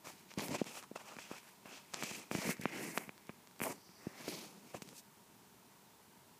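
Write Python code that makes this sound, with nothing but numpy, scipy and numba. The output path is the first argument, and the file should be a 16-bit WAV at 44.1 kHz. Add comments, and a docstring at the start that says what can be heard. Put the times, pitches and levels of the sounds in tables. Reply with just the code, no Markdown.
"""A hand-held phone in a quiet room follows a pet mouse burrowing under a pillow; its own handling is loudest.
From the first moment fingers and cloth slide over the case in short strokes, made of dense friction grains.
Taps fall among them, dull thumps and sharp clicks that ring the case modes; hard ones come from 0.4 s.
Near 3.9 s cloth slides faintly, a smooth airy band; just before 5 s the last touches stop.
Below it all, and alone at the end, lie a faint room rumble and the microphone's hiss: steady coloured noise."""
import sys
import numpy as np
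from scipy import signal
from scipy.fft import rfft, irfft, next_fast_len
from scipy.io import wavfile
from numba import njit

SR = 44100
rng = np.random.default_rng(int(sys.argv[2]) if len(sys.argv) > 2 else 0)


def ratio(d):
    """dB to gain"""
    e = np.asarray(d, float) / 20
    return 10 ** e


def unload_wav(signal):
    """Save mono or channel-first audio to the path in sys.argv[1] as 16-bit WAV at rate SR, clipped to [-1, 1]."""
    wavfile.write(
        sys.argv[1],
        SR,
        np.round(np.clip(np.atleast_2d(signal).T, -1, 1) * 32767).astype(np.int16),
    )


N = 282019   # samples


def rms_one(x):
    """Scale to unit rms."""
    return x / np.sqrt(np.mean(x ** 2) + 1e-20)


def drift(rate_hz):
    """Slow chance of spread 1: noise at every 20th sample through a double one-pole."""
    pole = np.exp(-2 * np.pi * rate_hz * 20 / SR)
    noise = rng.standard_normal(N // 20 + 2002)
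    slow = signal.lfilter([1], [1, -2 * pole, pole * pole], noise)[2000:]   # past the filter's onset
    return np.interp(np.arange(N) / 20, np.arange(len(slow)), rms_one(slow))


@njit
def glide(x, radius, turn):
    """A resonance whose pole radius and angle (given as its cosine) change sample by sample."""
    y = np.zeros(len(x))
    for i in range(2, len(x)):
        drive = (1 - radius[i] ** 2) / 2 * (x[i] - x[i - 2])
        y[i] = drive + 2 * radius[i] * turn[i] * y[i - 1] - radius[i] ** 2 * y[i - 2]
    return y


def resonate(x, peaks, centre=1):
    """Parallel resonances with alternating signs, pitch and width scaled by a centre that may move; rms 1."""
    out, centre = 0, centre * np.ones(N)
    for k, (pitch, width, level_db) in enumerate(peaks):
        hz = np.minimum(pitch * centre, SR / 2.2)
        radius = np.exp(-np.pi * width * centre / SR)
        out = out + (-1) ** k * ratio(level_db) * glide(x, radius, np.cos(2 * np.pi * hz / SR))
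    return rms_one(out)


def friction(peaks, centre, per_s, spread_db, flutter_db, flutter_hz):
    """Fibres catch and let go: random grains of uneven size, fluttering in strength, heard through resonances."""
    sizes = ratio(spread_db * np.minimum(rng.exponential(1, N), 5)) * rng.choice([-1, 1], N)
    struck = rng.random(N) < per_s / SR
    grains = sizes * struck / np.sqrt(centre) + 1e-18   # wider peaks pass more power
    once = resonate(grains, peaks, centre)
    twice = resonate(once, peaks, centre)   # steep skirts
    return rms_one(twice * ratio(flutter_db * drift(flutter_hz)))


HUMP_DB = 9   # drop after one swell or fade time
SWELL_SQUARENESS, FADE_SQUARENESS = 1.7, 1.47   # a higher power holds longer, then drops faster


def humps(t, crest, swell, fade, level_db):
    """Gain of overlapping humps, added in power."""
    power = np.full(len(t), 1e-14)
    for at, rise, fall, top_db in zip(crest, swell, fade, level_db):
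        before = np.clip((at - t) / max(rise, .002), 0, 5)
        after = np.clip((t - at) / max(fall, .002), 0, 5)
        drop_db = HUMP_DB * (before ** SWELL_SQUARENESS + after ** FADE_SQUARENESS)
        power += ratio(top_db - drop_db) ** 2
    return np.sqrt(power)


# Colour of the quiet room and the microphone's hiss. Each row: pitch in Hz, relative density in dB per Hz.
ROOM_COLOUR = [(18, -68), (30, -25), (48, -26), (71, -17), (202, -2.5), (299, -11), (410, -7.5), (532, -19),
               (591, -14), (921, -14.5), (1020, -15.5), (2070, -20.5), (3320, -22), (4780, -23),
               (15500, -25)]
ROOM_DB = -62.5   # rms of the noise before its low bands waver


def room_tone():
    """Steady noise with the colour of the room; the low bands waver slowly."""
    size = next_fast_len(N)
    hz = np.maximum(np.arange(size // 2 + 1) * SR / size, 1)
    colour_hz, colour_db = np.transpose(ROOM_COLOUR)
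    shape = ratio(np.interp(np.log(hz), np.log(colour_hz), colour_db))
    noise = rms_one(irfft(rfft(rng.standard_normal(size)) * shape, size)[:N])
    low = signal.sosfilt(signal.butter(2, 1300, fs=SR, output="sos"), noise)
    waver = low * (ratio(0.97 * drift(7.4)) - 1)
    whine = ratio(-10) * resonate(rng.standard_normal(N), [(927, 83, 0)])   # a distant appliance band
    return ratio(ROOM_DB) * (noise + waver + whine)


# Faint slides of cloth. Each row: crest in seconds, swell in seconds, fade in seconds, level in dB.
CLOTH_SLIDES = [(3.86, 0.14, 0.075, -68), (3.98, 0.11, .16, -68)]
# Their airy resonances, before tuning by 0.99 and passed twice.
# Each row: pitch in Hz, width in Hz, level in dB per pass.
CLOTH_PEAKS = [(4660, 850, 0), (6100, 710, -1.5)]


def slide():
    """Cloth drawn lightly over cloth: a smooth band of air-like hiss."""
    gain = humps(np.arange(N) / SR, *np.transpose(CLOTH_SLIDES))
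    return gain * friction(CLOTH_PEAKS, 0.99, 9200, 2.5, 0.8, 30)


# Strokes over the case. Each row: crest in seconds, swell in seconds, fade in seconds, speed as hiss in dB,
# brightness as sizzle over hiss in dB, rasp in dB, pressure as rumble in dB.
STROKE_ROWS = [(.054, 0.0087, .03, -58, -5, -53, -69), (.082, 0.028, 0.053, -56, -3, -57.5, -63.5),
               (.19, 0.036, 0.08, -69, -4, -75, -78), (.312, 0.024, 0.026, -62, -10, -76, -80),
               (.39, 0.011, 0.039, -48.5, -7, -48.5, -53.5), (.445, 0.049, 0.046, -53.5, 2.5, -47.5, -47.5),
               (.52, 0.026, 0.036, -54.5, -9, -47, -44.5), (0.554, 0.031, 0.013, -45.5, -9, -42, -42),
               (.588, 0.0069, 0.04, -53, -12, -53.5, -59), (.672, 0.017, 0.047, -54.5, -6, -54.5, -55),
               (.785, .07, 0.022, -54, -3.5, -54.5, -69), (.835, 0.017, 0.017, -64, -6, -54, -73),
               (0.961, 0.0055, 0.016, -54, -8, -45, -67.5), (1.005, 0.014, 0.025, -61, -6, -54.5, -69),
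               (1.085, 0.042, 0.089, -59.5, -8, -54.5, -65), (1.193, 0.012, .03, -57.5, -7, -60, -70),
               (1.22, 0.028, 0.085, -58, -9, -61.5, -72), (1.325, 0.025, 0.042, -58.5, -5, -52.5, -66),
               (1.375, 0.038, 0.028, -60, -7, -67, -73), (1.47, 0.088, .08, -69, 0, -67, -82.5),
               (1.662, 0.011, 0.092, -65, -1, -54, -65), (1.759, 0.081, 0.059, -59.5, -10, -60.5, -67),
               (1.948, 0.013, 0.055, -56, -15, -51.5, -68.5), (2.031, 0.045, 0.13, -51, -13, -54, -55),
               (2.169, 0.18, 0.057, -53.5, -4, -57.5, -57), (2.317, .006, .03, -51.5, 1, -58, -56),
               (2.352, 0.023, 0.074, -49.5, -3.5, -52, -46), (2.43, 0.083, .05, -52, -10, -50, -60.5),
               (2.513, 0.068, 0.019, -45.5, 0.5, -53.5, -42), (2.57, .02, 0.027, -66, -7, -76, -70),
               (2.625, 0.019, 0.13, -59.5, -6, -75, -57.5), (2.765, 0.062, 0.072, -56.5, -4, -50.5, -46),
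               (2.845, 0.064, .04, -54, 0.5, -50.5, -41), (2.895, 0.081, 0.059, -56, -3, -57.5, -52.5),
               (2.976, 0.03, 0.0084, -58.5, 12, -49, -50), (3.004, 0.025, 0.057, -64, 6.5, -53, -54),
               (3.3, 0.17, 0.17, -80, -3, -90, -79), (3.63, 0.017, 0.05, -56.5, 12.5, -50, -48),
               (3.67, 0.034, 0.039, -57.5, 0, -42, -52), (3.715, .03, 0.017, -53, -3, -50, -49),
               (3.75, 0.018, 0.038, -70, -1, -69, -56.5), (4.08, 0.1, 0.08, -69.5, -1, -65, -67),
               (4.201, 0.064, 0.17, -62, -3.5, -58, -60), (4.286, 0.012, 0.017, -50.5, -2, -50, -42.5),
               (4.34, 0.11, 0.12, -52.5, -4, -57, -50.5), (4.455, 0.04, 0.04, -61, -3, -62, -59),
               (4.55, .05, 0.045, -69, -5, -66, -58), (4.7, 0.11, 0.047, -67, -4, -72.5, -61.5),
               (4.749, 0.011, 0.0098, -55, -7, -48, -49), (4.763, 0.0066, 0.017, -57, -7, -56, -50),
               (4.822, 0.002, 0.007, -53, -1.5, -67, -65), (4.9, 0.087, 0.06, -65, -7.5, -75, -62),
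               (4.991, 0.038, 0.014, -54.5, -3, -69, -66)]
# The changing grip. Each row: time in seconds, pitch in Hz of the hollow under the hand,
# its ring over the hiss in dB, centre of the hiss in Hz.
GRIP = [(0, 2270, -1.5, 5770), (.4, 2410, 0, 4860), (.54, 2350, -1, 5960), (.6, 2630, 2, 5300),
        (.79, 2650, -1, 6700), (1.1, 2550, 0.5, 5900), (1.76, 2540, 2.5, 5470), (2.2, 2480, -1, 6070),
        (2.42, 2230, 1.5, 5600), (2.52, 2120, 5.5, 6500), (2.68, 2240, 8.5, 5460), (2.78, 2180, 8.5, 5750),
        (2.89, 2100, 1, 6950), (3.02, 2120, 9.5, 6300), (3.5, 2380, 8.5, 5200), (3.64, 2350, 6.5, 6100),
        (3.73, 2180, -1, 7450), (4.1, 1990, 8, 5500), (4.28, 2340, -2.5, 4850), (4.5, 2450, -5.5, 5070),
        (4.75, 2480, 0, 6300), (5, 2650, -11, 6100)]
# Low resonances under pressure. Each row: pitch in Hz, width in Hz, level in dB per pass of two.
RUMBLE_PEAKS = [(128, 147, -5), (221, 131, 0.5), (366, 254, -5)]
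# Resonances of the rasp, the hollow, the hiss and the sizzle.
# Each row: pitch and width as shares of the moving centre, level in dB per pass of two.
RASP_PEAKS = [(.7, 0.31, -4), (1.01, 0.28, 0), (1.5, 1, -4.5)]
HOLLOW_PEAKS = [(.7, 0.47, -7), (1.0, 0.21, -0.5), (1.28, 0.35, -7.5)]
HISS_PEAKS = [(.62, 0.53, -3), (.98, 0.41, 2.5), (1.3, 0.63, -2.5)]
SIZZLE_PEAKS = [(.82, 0.47, 1), (1.03, 0.18, 7.5), (1.38, 0.68, 0)]
SIZZLE_HZ, SIZZLE_HZ_PER_DB = 10060, 69   # brighter strokes sizzle higher
RASP_HZ, FIRM_DB = 701, -60   # rasp pitch at a firm touch
OCTAVE_DB = 40.5   # the rasp sinks an octave for each such rise in pressure


def strokes():
    """Five ranges of the friction swell and fade with each stroke; slips in the grip shake them all together."""
    crest, swell, fade, speed_db, bright_db, rasp_db, press_db = np.transpose(STROKE_ROWS)
    coarse, t = np.arange(0, N / SR + .001, .001), np.arange(N) / SR

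    def gain(level_db):
        """Humps worked out every millisecond, then joined."""
        return np.interp(t, coarse, humps(coarse, crest, swell, fade, level_db))

    hiss = gain(speed_db)
    s, hollow_hz, hollow_db, hiss_hz = np.transpose(GRIP)
    hollow = hiss * ratio(np.interp(t, s, hollow_db))
    sizzle_hz = SIZZLE_HZ + SIZZLE_HZ_PER_DB * np.interp(t, crest, bright_db)
    rasp_hz = RASP_HZ * 2 ** ((FIRM_DB - np.interp(t, crest, press_db)) / OCTAVE_DB)
    # friction: resonances, centre, grains per s, size spread dB, flutter dB, flutter Hz
    sound = hiss * friction(HISS_PEAKS, np.interp(t, s, hiss_hz), 14000, 2.0, 1.44, 86)
    sound += gain(speed_db + bright_db) * friction(SIZZLE_PEAKS, sizzle_hz, 16000, 4.5, 0.97, 49)
    sound += hollow * friction(HOLLOW_PEAKS, np.interp(t, s, hollow_hz), 4000, 0.69, 0.84, 35)
    sound += gain(rasp_db) * friction(RASP_PEAKS, rasp_hz, 2500, 1.2, 2.6, 32)
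    sound += gain(press_db) * friction(RUMBLE_PEAKS, 1, 900, 3.3, 1.7, 15)
    return sound * ratio(.9 * drift(52))


THUMP_FALL_DB = 15   # per octave above the lowest mode
CLICK_BELOW_DB, CLICK_ABOVE_DB = 11.5, 10.5   # fall per octave off the click's pitch


def blow_db(rows, hz):
    """Strength of each tap at one pitch: a dull thump plus a click that is strongest at its own pitch."""
    thump = ratio(rows[:, 1] - THUMP_FALL_DB * max(np.log2(hz / CASE_MODES[0][0]), 0))
    off = np.log2(hz / 1000) - rows[:, 3]   # octaves
    click = ratio(rows[:, 2] - np.where(off < 0, -CLICK_BELOW_DB, CLICK_ABOVE_DB) * off)
    return 10 * np.log10(thump ** 2 + click ** 2)


# Taps on the case. Each row: time in seconds, thump in dB and click in dB before the modes colour them,
# click pitch in octaves over 1 kHz, scuff in ms (up to 2 ms stays clean).
TAP_ROWS = [(.0478, -75, -64, 13.5, 12), (0.0714, -69.5, -38.5, 0.9, 3), (0.3065, -65.5, -50, 1.6, 6),
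            (.316, -62, -46, 0.9, 4.5), (0.3388, -64, -37, 3, 2), (.375, -22.5, -26, -0.4, .5),
            (0.3861, -31, -27, 2.5, 0), (.395, -32, -27.5, 1.5, 0), (0.4055, -44, -33, 2.8, 0),
            (0.4839, -47, -32, 3, 0), (0.4911, -30, -45, 2, 0), (.511, -29, -39, -1.5, 8.5),
            (0.6154, -17, -13.5, -0.86, 0), (0.643, -66, -38, 3, 2.5), (.667, -58, -44, .8, 13),
            (0.774, -80, -37.5, 1.7, 15), (.8271, -70, -35, 2, 0), (.8373, -66, -40, 3.5, 0),
            (.914, -38.5, -30, -0.64, 0), (0.958, -43, -41, 0.2, 15), (1.1666, -38, -32, 2, 0),
            (1.187, -58, -39.5, .7, 8), (1.3141, -42, -35, -0.8, 4.5), (1.431, -53, -45, 2, 0),
            (1.6568, -42, -45.5, 1, 6.5), (1.928, -56, -46, -.1, 0), (1.9375, -79, -31, 1.9, 5),
            (1.943, -73, -25.5, 2.7, 0), (2.0253, -57, -27, 1.1, -6), (2.0349, -29, -27, 1.83, 6),
            (2.1124, -32.5, -38, 0.5, .5), (2.3135, -23, -23.5, 0.5, .5), (2.3504, -20, -27, 0.8, 0),
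            (2.352, -60, -31, 5, 0.5), (2.3855, -31, -39, 0.7, -4), (2.4512, -28, -24.5, -1.03, 3.5),
            (2.4735, -29.5, -29.5, 1.5, 2.5), (2.4906, -21.5, -29, -0.6, 11), (2.569, -72, -41, 2.2, 2),
            (2.594, -29, -60, 3.1, 5), (2.612, -34, -41, 3.5, 7), (2.6362, -29.5, -37.5, 3.5, 3.5),
            (2.6559, -22, -17, 0.48, 0), (2.9761, -30.5, -19, 0.94, 0), (2.9806, -55, -25.5, 2.9, .5),
            (3.078, -37, -48, 2, 0), (3.0928, -40, -34, 1.4, 0), (3.179, -67, -41, 2.3, 0),
            (3.27, -74, -48, 3.5, 0), (3.2937, -35.5, -42, 0.5, 8), (3.4732, -72, -42.5, 2.5, 0),
            (3.512, -74, -46, 2.3, 0), (3.562, -74, -46, 2, 0), (3.5932, -55, -41, 3, 4),
            (3.6033, -41, -28, 1.2, 0), (3.6161, -24.5, -22.5, 1.56, 0), (3.6371, -49, -23, 1.8, 0),
            (3.7222, -47, -34, 4, -1), (3.778, -47, -56, 0.2, 7), (3.8914, -47, -56, 1, 3.5),
            (4.0681, -26, -41.5, -0.85, 5), (4.208, -41, -51, 1, 4), (4.2799, -29.5, -25, -0.48, 4),
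            (4.41, -67.5, -36, 8, -2), (4.745, -35.5, -36.5, -0.7, 12), (4.821, -34, -30.5, 2.8, 0),
            (4.8757, -42.5, -42, 3.5, 0), (4.8897, -51, -32.5, 4, 0), (4.9281, -50, -43, -.5, 5.5)]
# Modes of the case around the microphone. Each row: pitch in Hz, level in dB, decay by 60 dB in seconds.
CASE_MODES = [(207, -1, 0.021), (306, -12, 0.019), (620, 3.5, 0.0042), (1167, 5, 0.0026),
              (1820, 5.5, 0.0018), (2350, -3, 0.007), (4900, -8, 0.0015), (5600, -12, 0.00088),
              (7450, 10.5, 0.0007), (11100, 8.5, 0.0012)]
GRAINS = 14   # per scuffed tap


def taps():
    """Every tap strikes all case modes; a fleshy touch lasts longer and is dull, a scuffed one breaks into grains."""
    rows, out = np.array(TAP_ROWS), np.zeros(N)
    at = (rows[:, 0] * SR).astype(int)
    scuff_ms = rows[:, 4]
    scatter_db = 2.45 * rng.standard_normal((len(rows), len(CASE_MODES)))
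    when = rng.random((len(rows), GRAINS)) ** 1.3   # crowded toward the start
    size = rng.uniform(-0.53, 1, (len(rows), GRAINS))
    grain_at = (at[:, None] + when * np.maximum(scuff_ms, 0)[:, None] * SR / 1000).astype(int)
    scuffed = np.clip((scuff_ms - 2) / 4, 0, 1)
    grain = 0.98 * size * (1.2 - when) * scuffed[:, None]
    # the less a touch rings against its knock, the longer the contact
    contact_ms = np.clip(0.086 * (blow_db(rows, 900) - blow_db(rows, 2550)), .1, 1.3)
    contact = (contact_ms * SR / 1000).astype(int) + 3
    for k, (hz, level_db, t60) in enumerate(CASE_MODES):
        blow = ratio(blow_db(rows, hz) + level_db + scatter_db[:, k])
        clicks = np.full(N, 1e-18)
        for i, strength, length in zip(at, blow, np.minimum(contact, int(SR / hz) + 3)):
            clicks[i:i + length] += strength * np.hanning(length) * 2 / (length - 1)
        if k > 0:   # grains leave the lowest mode alone
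            np.add.at(clicks, grain_at, grain * blow[:, None])
        soft = np.exp(-2 * np.pi * min(4.2 * hz, SR / 3) / SR)   # no edge far above the mode
        clicks = signal.lfilter([(1 - soft) ** 2], [1, -2 * soft, soft ** 2], clicks)
        radius, angle = ratio(-60 / (t60 * SR)), 2 * np.pi * hz / SR
        ring = signal.lfilter([0, np.sin(angle)], [1, -2 * radius * np.cos(angle), radius ** 2], clicks)
        swing = -1 if k < 2 else 1   # the case as a whole recoils against the blow
        out += swing * ring
    return out


def scene():
    """Touches come through the mount of the microphone, which passes little deep bass; the room comes by air."""
    mount = signal.butter(3, 110, "high", fs=SR, output="sos")
    touch = signal.sosfilt(mount, strokes() + taps())
    return (touch + slide() + room_tone())[None, :]


def low_pass(x):
    """Removes everything above the highest recorded frequency."""
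    return signal.sosfilt(signal.butter(12, 16370, fs=SR, output="sos"), x)


def record(dry):
    """The top is cut steeply above 15450 Hz."""
    steep = signal.ellip(10, 1, 60, 15450, fs=SR, output="sos")   # 1 dB ripple, 60 dB stop
    mix = signal.sosfilt(steep, dry)
    return low_pass(mix)


dry = scene()
out = record(dry)
unload_wav(out)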